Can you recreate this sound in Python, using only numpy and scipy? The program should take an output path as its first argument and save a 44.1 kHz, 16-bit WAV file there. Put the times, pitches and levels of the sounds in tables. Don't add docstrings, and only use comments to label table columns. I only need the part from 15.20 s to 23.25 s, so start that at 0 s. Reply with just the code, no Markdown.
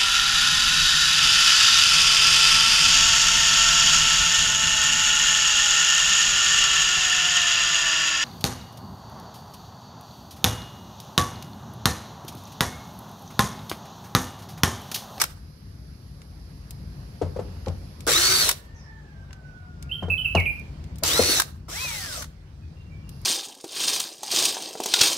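import sys
import numpy as np
from scipy import signal
from scipy.fft import rfft, irfft, next_fast_len
from scipy.io import wavfile
from scipy.ndimage import uniform_filter1d, map_coordinates

SR = 44100
rng = np.random.default_rng(int(sys.argv[2]) if len(sys.argv) > 2 else 0)


def waveform_to_disk(signal):
    frames = np.transpose(np.atleast_2d(signal))
    scaled = np.clip(frames, -1, 1) * 32767
    samples = np.round(scaled).astype(np.int16)
    wavfile.write(sys.argv[1], SR, samples)


N = 355005


def amp(db):
    return 10 ** (np.asarray(db) / 20)


def unit(x):
    return x / np.sqrt(np.mean(x ** 2) + 1e-20)


def along(points, hz):
    f, v = np.transpose(points)
    return np.interp(np.log(hz + 1), np.log(f + 1), v)


def played(tables, edge):
    t = np.arange(N) / SR
    s, *cols = np.transpose(np.concatenate(tables))
    gate = sum((t >= rows[0][0]) & (t < rows[-1][0]) for rows in tables)
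    soft_gate = uniform_filter1d(1. * gate, int(edge * SR) + 1)
    return [np.interp(t, s, c) for c in cols] + [soft_gate]


def wobble(rate):
    knots = rng.standard_normal(int(N * rate / SR) + 4)
    return map_coordinates(knots, [np.arange(N) * rate / SR])


def filtered(x, response):
    m = next_fast_len(N + SR // 2)
    return irfft(rfft(x, m) * response(np.fft.rfftfreq(m, 1 / SR)), m)[..., :N]


def band(x, low_hz, high_hz):
    edges = np.clip([low_hz, high_hz], 20, .49 * SR)
    return signal.sosfilt(signal.butter(2, edges, "bandpass", fs=SR, output="sos"), x)


def sides(lean_db):
    return amp(np.array([lean_db / 2, -lean_db / 2]))


def add(track, s, sound):
    part = track[:, round(s * SR):][:, :sound.shape[1]]
    part += sound[:, :part.shape[1]]


def rush(spectrum, alike, patchy_db):
    z = signal.stft(rng.standard_normal((2, N)), nperseg=256)[2]
    field = uniform_filter1d(rng.standard_normal(z.shape[1:]), 2, 0)
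    field = uniform_filter1d(field, 24, 1)
    pair = signal.istft(z * amp(patchy_db * unit(field)), nperseg=256)[1][:, :N]

    def mid_side(hz):
        turn = np.arccos(np.clip(along(alike, hz), -1, 1)) / 2
        return amp(along(spectrum, hz)) * [np.cos(turn), np.sin(turn)]

    mid, side = filtered(pair, mid_side)
    return np.array([mid + side, mid - side]) / np.std(mid)


# (frequency [Hz], t60 [s])
YARD_DECAY = [(300, 0.66), (2500, 0.32), (10000, 0.31)]
ECHOES_DB = 3.5


def yard(x):
    hz, t, z = signal.stft(rng.standard_normal((2, SR * 3 // 4)), SR, nperseg=256)
    slaps_db = ECHOES_DB * wobble(40)[(t * SR).astype(int)]
    decay_db = -60 * t / along(YARD_DECAY, hz)[:, None]
    tail = signal.istft(z * amp(slaps_db + decay_db), SR, nperseg=256)[1]
    late = np.pad(x.mean(0), (400, 0))[None]
    return signal.fftconvolve(late, tail / np.linalg.norm(tail[0]), axes=1)[:, :N]


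# (time [s], rumble level [dB], street level [dB])
TOWN_LEVELS = [(0, -42, -60), (1.1, -41.5, -59), (2.3, -35.5, -53), (3.5, -42, -57.5), (4.5, -41, -59),
               (5.5, -36, -52.5), (6.35, -43, -61.5), (8.05, -38.5, -57)]
# (time [s], level [dB])
HISS_LEVEL = [(0, -65.5), (2.85, -62), (3.45, -81), (7.85, -81), (7.92, -63)]
# (frequency [Hz], relative level per Hz [dB])
RUMBLE = [(25, -27.5), (50, 0), (90, 1), (118, -9), (146, -1), (170, -8.5), (400, -29), (600, -67)]
STREET = [(150, -21), (220, -11.5), (500, -13), (2500, -25.5), (3600, -29.5), (5200, -28.5), (7300, -37),
          (16000, -50)]
HISS = [(3200, -10), (4800, 7), (6000, -1), (8600, -26), (9600, -2), (11300, 1), (12500, -7),
        (16000, -31.5)]
# (frequency [Hz], left-right likeness [0-1])
FAR_LIKENESS = [(300, 1), (1000, 0.031), (10000, 0.036)]


def background():
    rumble_db, street_db, _ = played([TOWN_LEVELS], edge=.01)
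    hiss_db = played([HISS_LEVEL], edge=.01)[0]
    rumble = amp(rumble_db + 1.5 * wobble(5)) * rush(RUMBLE, FAR_LIKENESS, patchy_db=1.2)
    street = amp(street_db) * rush(STREET, FAR_LIKENESS, patchy_db=2)
    hiss = amp(hiss_db) * rush(HISS, FAR_LIKENESS, patchy_db=.8)
    left, right = rumble + street + hiss
    return np.array([left, np.roll(right, 12)])


# (time [s], pitch [Hz], relative level [dB], blur [0-1])
FAR_WHINE = [(3.3, 1830, -61.5, 0.23), (3.75, 1762, -51.5, 1), (3.95, 1576, -59.5, 0.45),
             (4.5, 1434, -54.5, 0.03), (5.1, 1382, -56, 0.77)]


def far_whine():
    hz, db, blur, on = played([FAR_WHINE], edge=0.288)
    blurred_hz = hz * (1 + 0.0354 * blur * wobble(130))
    phase = 2 * np.pi * np.cumsum(blurred_hz) / SR
    octaves = np.sin(phase) + amp(-10.0) * np.sin(phase / 2)
    tone = on * amp(db + 2.5 * wobble(20)) * octaves
    return yard(tone[None])


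NOTE_ATTACK_S, NOTE_FADE_DB_PER_S = .004, 100


def whistle(notes, rough):
    out, t = np.zeros((1, N)), np.arange(SR // 8) / SR
    unsteady = 1 + rough * wobble(200)
    for s, length, first_hz, settled_hz, glide, db in notes:
        slide_hz = settled_hz + (first_hz - settled_hz) * np.exp(-t / glide)
        hz = slide_hz * unsteady[round(s * SR):][:len(t)]
        phase = 2 * np.pi * np.cumsum(hz) / SR
        edges = np.clip(np.minimum(t, length - t) / NOTE_ATTACK_S, 0, 1)
        shape = edges * amp(db - NOTE_FADE_DB_PER_S * t)
        add(out, s, (shape * np.sin(phase))[None])
    return out


# (time [s], length [s], first pitch [Hz], settled pitch [Hz], glide [s], relative level [dB])
SONG = [(4.693, .02, 2760, 2640, .006, -38), (4.712, .062, 2700, 3160, .008, -28),
        (4.899, .046, 2640, 2595, .02, -20), (4.976, .055, 3250, 2995, .004, -24),
        (5.046, .044, 3020, 2630, .007, -20), (5.148, .022, 2886, 2790, .01, -20),
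        (5.166, .05, 2850, 2130, .014, -19), (5.256, .05, 3120, 2378, .004, -20)]
FAR_SONG = [(3.545, 0.021, 6940, 4460, 0.019, -56), (3.587, 0.019, 4640, 6000, 0.0136, -55),
            (7.41, 0.047, 2600, 2490, 0.0095, -66), (7.555, 0.065, 2780, 2744, .01, -60),
            (7.7, 0.05, 2520, 2324, 0.0034, -56.5), (7.826, 0.12, 2900, 2730, 0.01, -61)]


def birds():
    near, far = whistle(SONG, rough=.01), whistle(FAR_SONG, rough=.006)
    note_hiss = band(np.abs(near) * rng.standard_normal(N), low_hz=9500, high_hz=13500)
    note_hiss = amp(-22) * note_hiss
    near = near * (1 + .25 * wobble(500))
    direct = amp(2.5 * wobble(70)) * near
    echo = yard(amp(-3.5) * near + note_hiss + 2 * far)
    return direct + echo + note_hiss + far / 2


# (time [s], relative peak level [dB], centre [Hz])
TICKS = [(1.0173, -41.5, 5050), (1.5076, -32, 11100), (2.461, -35, 3500), (2.483, -33.5, 4970),
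         (2.806, -36.5, 8900), (2.867, -22.5, 11020), (4.108, -42, 2210), (4.1298, -38, 5240),
         (4.6256, -35, 8000), (5.1509, -23, 4640), (5.2, -32.5, 5400), (5.396, -47, 10900),
         (5.641, -44, 7000), (5.7579, -43, 8890), (5.7845, -37, 12000), (7.892, -38, 11000),
         (8.016, -43.5, 12000)]


def ticks():
    out, t = np.zeros((2, N)), np.arange(SR // 30) / SR
    for s, db, centre_hz in TICKS:
        decay = amp(-60 * t / 0.027) + 0.032 * amp(-60 * t / 0.098)
        snap = decay * rng.standard_normal((2, len(t)))
        snap = band(snap, centre_hz * 0.25, centre_hz * 1.22)
        add(out, s, amp(db + 5.0) * snap / np.abs(snap).max())
    return out


def ring(modes, scale, rise, t):
    total = 0
    for hz, db, t60 in modes:
        level_db = db + rng.normal(0, 1.2) - 60 * t / t60
        total = total + amp(level_db) * np.sin(2 * np.pi * hz * scale * t)
    return (1 - np.exp(-t / rise)) * total


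# (time [s], relative level [dB], boom over that level [dB], rim pitch at that spot [Hz])
KNOCKS = [(2.015, -17, -3.5, 463), (2.162, -25, -6, 500), (2.19, -24, -4.5, 500), (2.469, -25.5, 5, 511),
          (4.824, -31.5, 10, 685), (4.882, -28, 1, 466), (5.149, -16, 3.5, 669), (5.825, -31, -28, 612),
          (5.993, -11, -10.5, 484), (6.644, -38.5, 1, 576), (7.005, -39, -15.5, 585)]
# (multiple of the spot's pitch, relative level [dB], t60 [s])
RIM = [(1, 5, 0.03), (1.5, -6, 0.03)]
# (frequency [Hz], relative level [dB], t60 [s])
BOWL = [(88.7, -2, 0.28), (144, -7.5, 0.15), (180, -4, 0.13)]


def knocks():
    out, t = np.zeros((2, N)), np.arange(SR // 4) / SR
    uneven = wobble(60)
    for s, db, boom_db, spot_hz in KNOCKS:
        rattle = rng.standard_normal(len(t)) + .5 * rng.standard_normal((2, len(t)))
        tail_db = boom_db / 2 - 7.5 - 60 * t / 0.2 + 1.6 * uneven[round(s * SR):][:len(t)]
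        grip = (1 - np.exp(-t / 0.0057)) * (amp(-60 * t / 0.038) + amp(tail_db))
        scrape = band(grip * rattle, spot_hz * 0.25, spot_hz * 1.29)
        scrape = band(scrape, low_hz=199, high_hz=2570)
        scrape = scrape + amp(-30.5) * band(grip * rattle, low_hz=1030, high_hz=6000)
        rim = ring(RIM, spot_hz, 0.0019, t) * sides(6.2)[:, None]
        bowl = ring(BOWL, 1, 0.015, t)
        add(out, s, amp(db) * (amp(3.5) * rim + amp(boom_db + 4) * bowl + amp(15.5) * scrape))
    return out


# (frequency [Hz], width [Hz], relative level [dB])
HOUSING = [(3730, 420, -5), (5685, 480, -5), (7560, 230, -8.5), (10170, 370, -14)]


def shell(hz):
    return 1.034 + sum(amp(db) * 1j * hz * w / (c * c - hz * hz + 1j * hz * w) for c, w, db in HOUSING)


# (time [s], relative level [dB], part under 2 kHz over that level [dB],
# length scale [s], gap to its second clack [s])
BRAKES = [(0.0147, 0, -12, 0.014, 0.024), (3.289, -1, -14.5, 0.017, 0.023), (6.1976, 0, -12, 0.013, .021),
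          (7.0223, -20, -9, 0.015, 0.019)]
BITE_S = .005
TRIGGER_LOW_DB, TRIGGER_S = -26.5, .006
REBOUND_DB = -5


def clacks():
    high, low = np.zeros((2, N)), np.zeros((2, N))
    t = np.arange(SR // 20) / SR
    triggers = [(pull[0] + BITE_S, pull[-1], TRIGGER_LOW_DB, TRIGGER_S) for pull in PULLS if pull[0] > 0]
    rebounds = [(s + gap, db + REBOUND_DB, low_db, length / 2) for s, db, low_db, length, gap in BRAKES]
    for s, db, low_db, length, *_ in triggers + BRAKES + rebounds:
        fall = np.exp(-(t / np.clip(length * 0.59, .001, .03)) ** 2)
        shape = (1 - np.exp(-t / 0.0009)) * fall
        add(high, s, amp(db - 10.0) * shape * rng.standard_normal((2, len(t))))
        rattle = rng.standard_normal(len(t)) + 2.3 * rng.standard_normal((2, len(t)))
        add(low, s, amp(db + low_db + 0.5) * shape * rattle)
    ringing = band(filtered(high, shell), low_hz=3000, high_hz=13000)
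    return ringing + band(low, low_hz=940, high_hz=1900)


# (pulled [s], released [s], whine pitch approached [Hz], spin-up [s], coast [Hz per s],
# gear tone over rasp [dB], relative rasp level [dB], relative door drumming level [dB],
# tightness of the screw [0-1], first lurch over drumming [dB], relative trigger clack level [dB])
PULLS = [(-.4, -0.127, 4500, 0.082, 15600, -19, -29, -30.5, 0.04, -9.5, -40),
         (2.869, 3.205, 4518, 0.049, 6870, -30, -28, -38.5, 0.65, 14.5, -13.5),
         (5.83, 6.13, 4463, 0.059, 11700, -42.5, -30, -35.5, 0.55, -13, 0.5),
         (6.482, 6.632, 2890, 0.065, 3852, -1, -37.5, -53, 0, 8.5, -45)]
WHINE_DB, RASP_GROWS = 6, 0.82
FREES_S, LURCH_S = .15, .06
DRAG_DB_PER_S = 90
BRAKED_DB, RUNDOWN_DB_PER_S = -5, 520
SETTLES = .15


def speed():
    t = np.arange(N) / SR
    out = np.zeros((5, N))
    for pull, (braked, *_, gap) in zip(PULLS, BRAKES):
        pulled, released, top_hz, spin_up, coast, gear_db, rasp_db, drum_db, tight, lurch_db, _ = pull
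        now = t >= pulled
        u = t[now]
        since = u - pulled
        coasting = np.maximum(u - released, 0)
        rise = 1 - np.exp(-(np.minimum(u, released) - pulled) / spin_up)
        slowed_hz = coast * np.maximum(np.minimum(u, braked) - released, 0)
        pitch = np.maximum(top_hz * rise - slowed_hz, 0)
        effort = (pitch / top_hz) ** RASP_GROWS
        strain = np.clip(tight, 0, 1) * np.exp(-since / FREES_S) * (since > BITE_S)
        dying = amp(BRAKED_DB * (u > braked) - RUNDOWN_DB_PER_S * np.maximum(u - braked - gap, 0))
        appear = np.clip((rise - np.sqrt(abs(tight))) / SETTLES + 1, 0, 1)
        drag = amp(-DRAG_DB_PER_S * tight * coasting)
        out[0, now] = pitch
        out[1:3, now] = amp([[WHINE_DB], [gear_db]]) * appear * effort * (u < braked) * drag
        out[3, now] = amp(rasp_db) * (effort + strain) * dying
        out[4, now] = amp(drum_db) * (1 + amp(lurch_db) * np.exp(-since / LURCH_S)) * dying
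    return uniform_filter1d(out[0], SR // 40), *uniform_filter1d(out[1:], SR // 400)


# (multiple of rotor speed, level over whine [dB])
ROTOR = [(1, -19), (4, -15), (6, -16), (24, -11)]
# (frequency [Hz], relative level per Hz [dB])
RASP = [(600, -24), (1300, -3), (2500, -5.5), (5500, -0.5), (10000, -6.5), (16000, -15)]
DRUM = [(150, -17.5), (300, 2), (600, 2.5), (2000, -9.5), (3200, -30.5)]
# (frequency [Hz], left-right likeness [0-1])
NEAR_LIKENESS = [(100, 1), (600, 0.81), (1500, 0.26), (7000, 0.05)]
SLOTS = 12


def motor():
    whine_hz, whine_gain, gear_gain, rasp_gain, drum_gain = speed()
    turns = np.cumsum(whine_hz / SLOTS * (1 + .003 * wobble(70))) / SR

    def tone(k, flutter_db):
        phase = 2 * np.pi * k * turns + np.array([[0], [0.41 * k]])
        return amp(flutter_db * wobble(45)) * np.sin(phase)

    whine = whine_gain * tone(SLOTS, flutter_db=3.5)
    gear = gear_gain * tone(4.85, flutter_db=2.2)
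    order_gain = whine_gain * np.clip(whine_hz / 4000, 0, 1) ** 2
    orders = order_gain * sum(amp(db) * tone(k, flutter_db=5.0) for k, db in ROTOR)
    throb = amp(.8 * wobble(45) + 1.3 * wobble(440))
    rasp = amp(3.0) * throb * filtered(rush(RASP, NEAR_LIKENESS, patchy_db=2.5), shell)
    drum = amp(1.5 * wobble(53)) * rush(DRUM, NEAR_LIKENESS, patchy_db=5.0)
    return rasp_gain * (whine + gear + orders + rasp) + drum_gain * drum


# (frequency [Hz], left over right [dB])
WORK_LEAN = [(1300, 1), (2700, 10.5), (9000, -0.5), (14000, 13)]


def scene():
    work = motor() + clacks() + ticks() + knocks()
    work = filtered(work, lambda hz: sides(along(WORK_LEAN, hz)))
    return work + amp(-15.5) * yard(work) + birds() + far_whine() + background()


# (frequency [Hz], left over right [dB])
PORTS = [(300, 2), (4400, -8), (8000, 1.5), (14000, -4)]
TOP_HZ = 15950


def record(dry):
    ports = filtered(dry, lambda hz: sides(along(PORTS, hz)))
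    held = ports / (1 + np.abs(ports / .9) ** 4) ** .25
    return filtered(held, lambda hz: np.clip((TOP_HZ - hz) / 300, 0, 1) ** 2)


dry = scene()
out = record(dry)
waveform_to_disk(out)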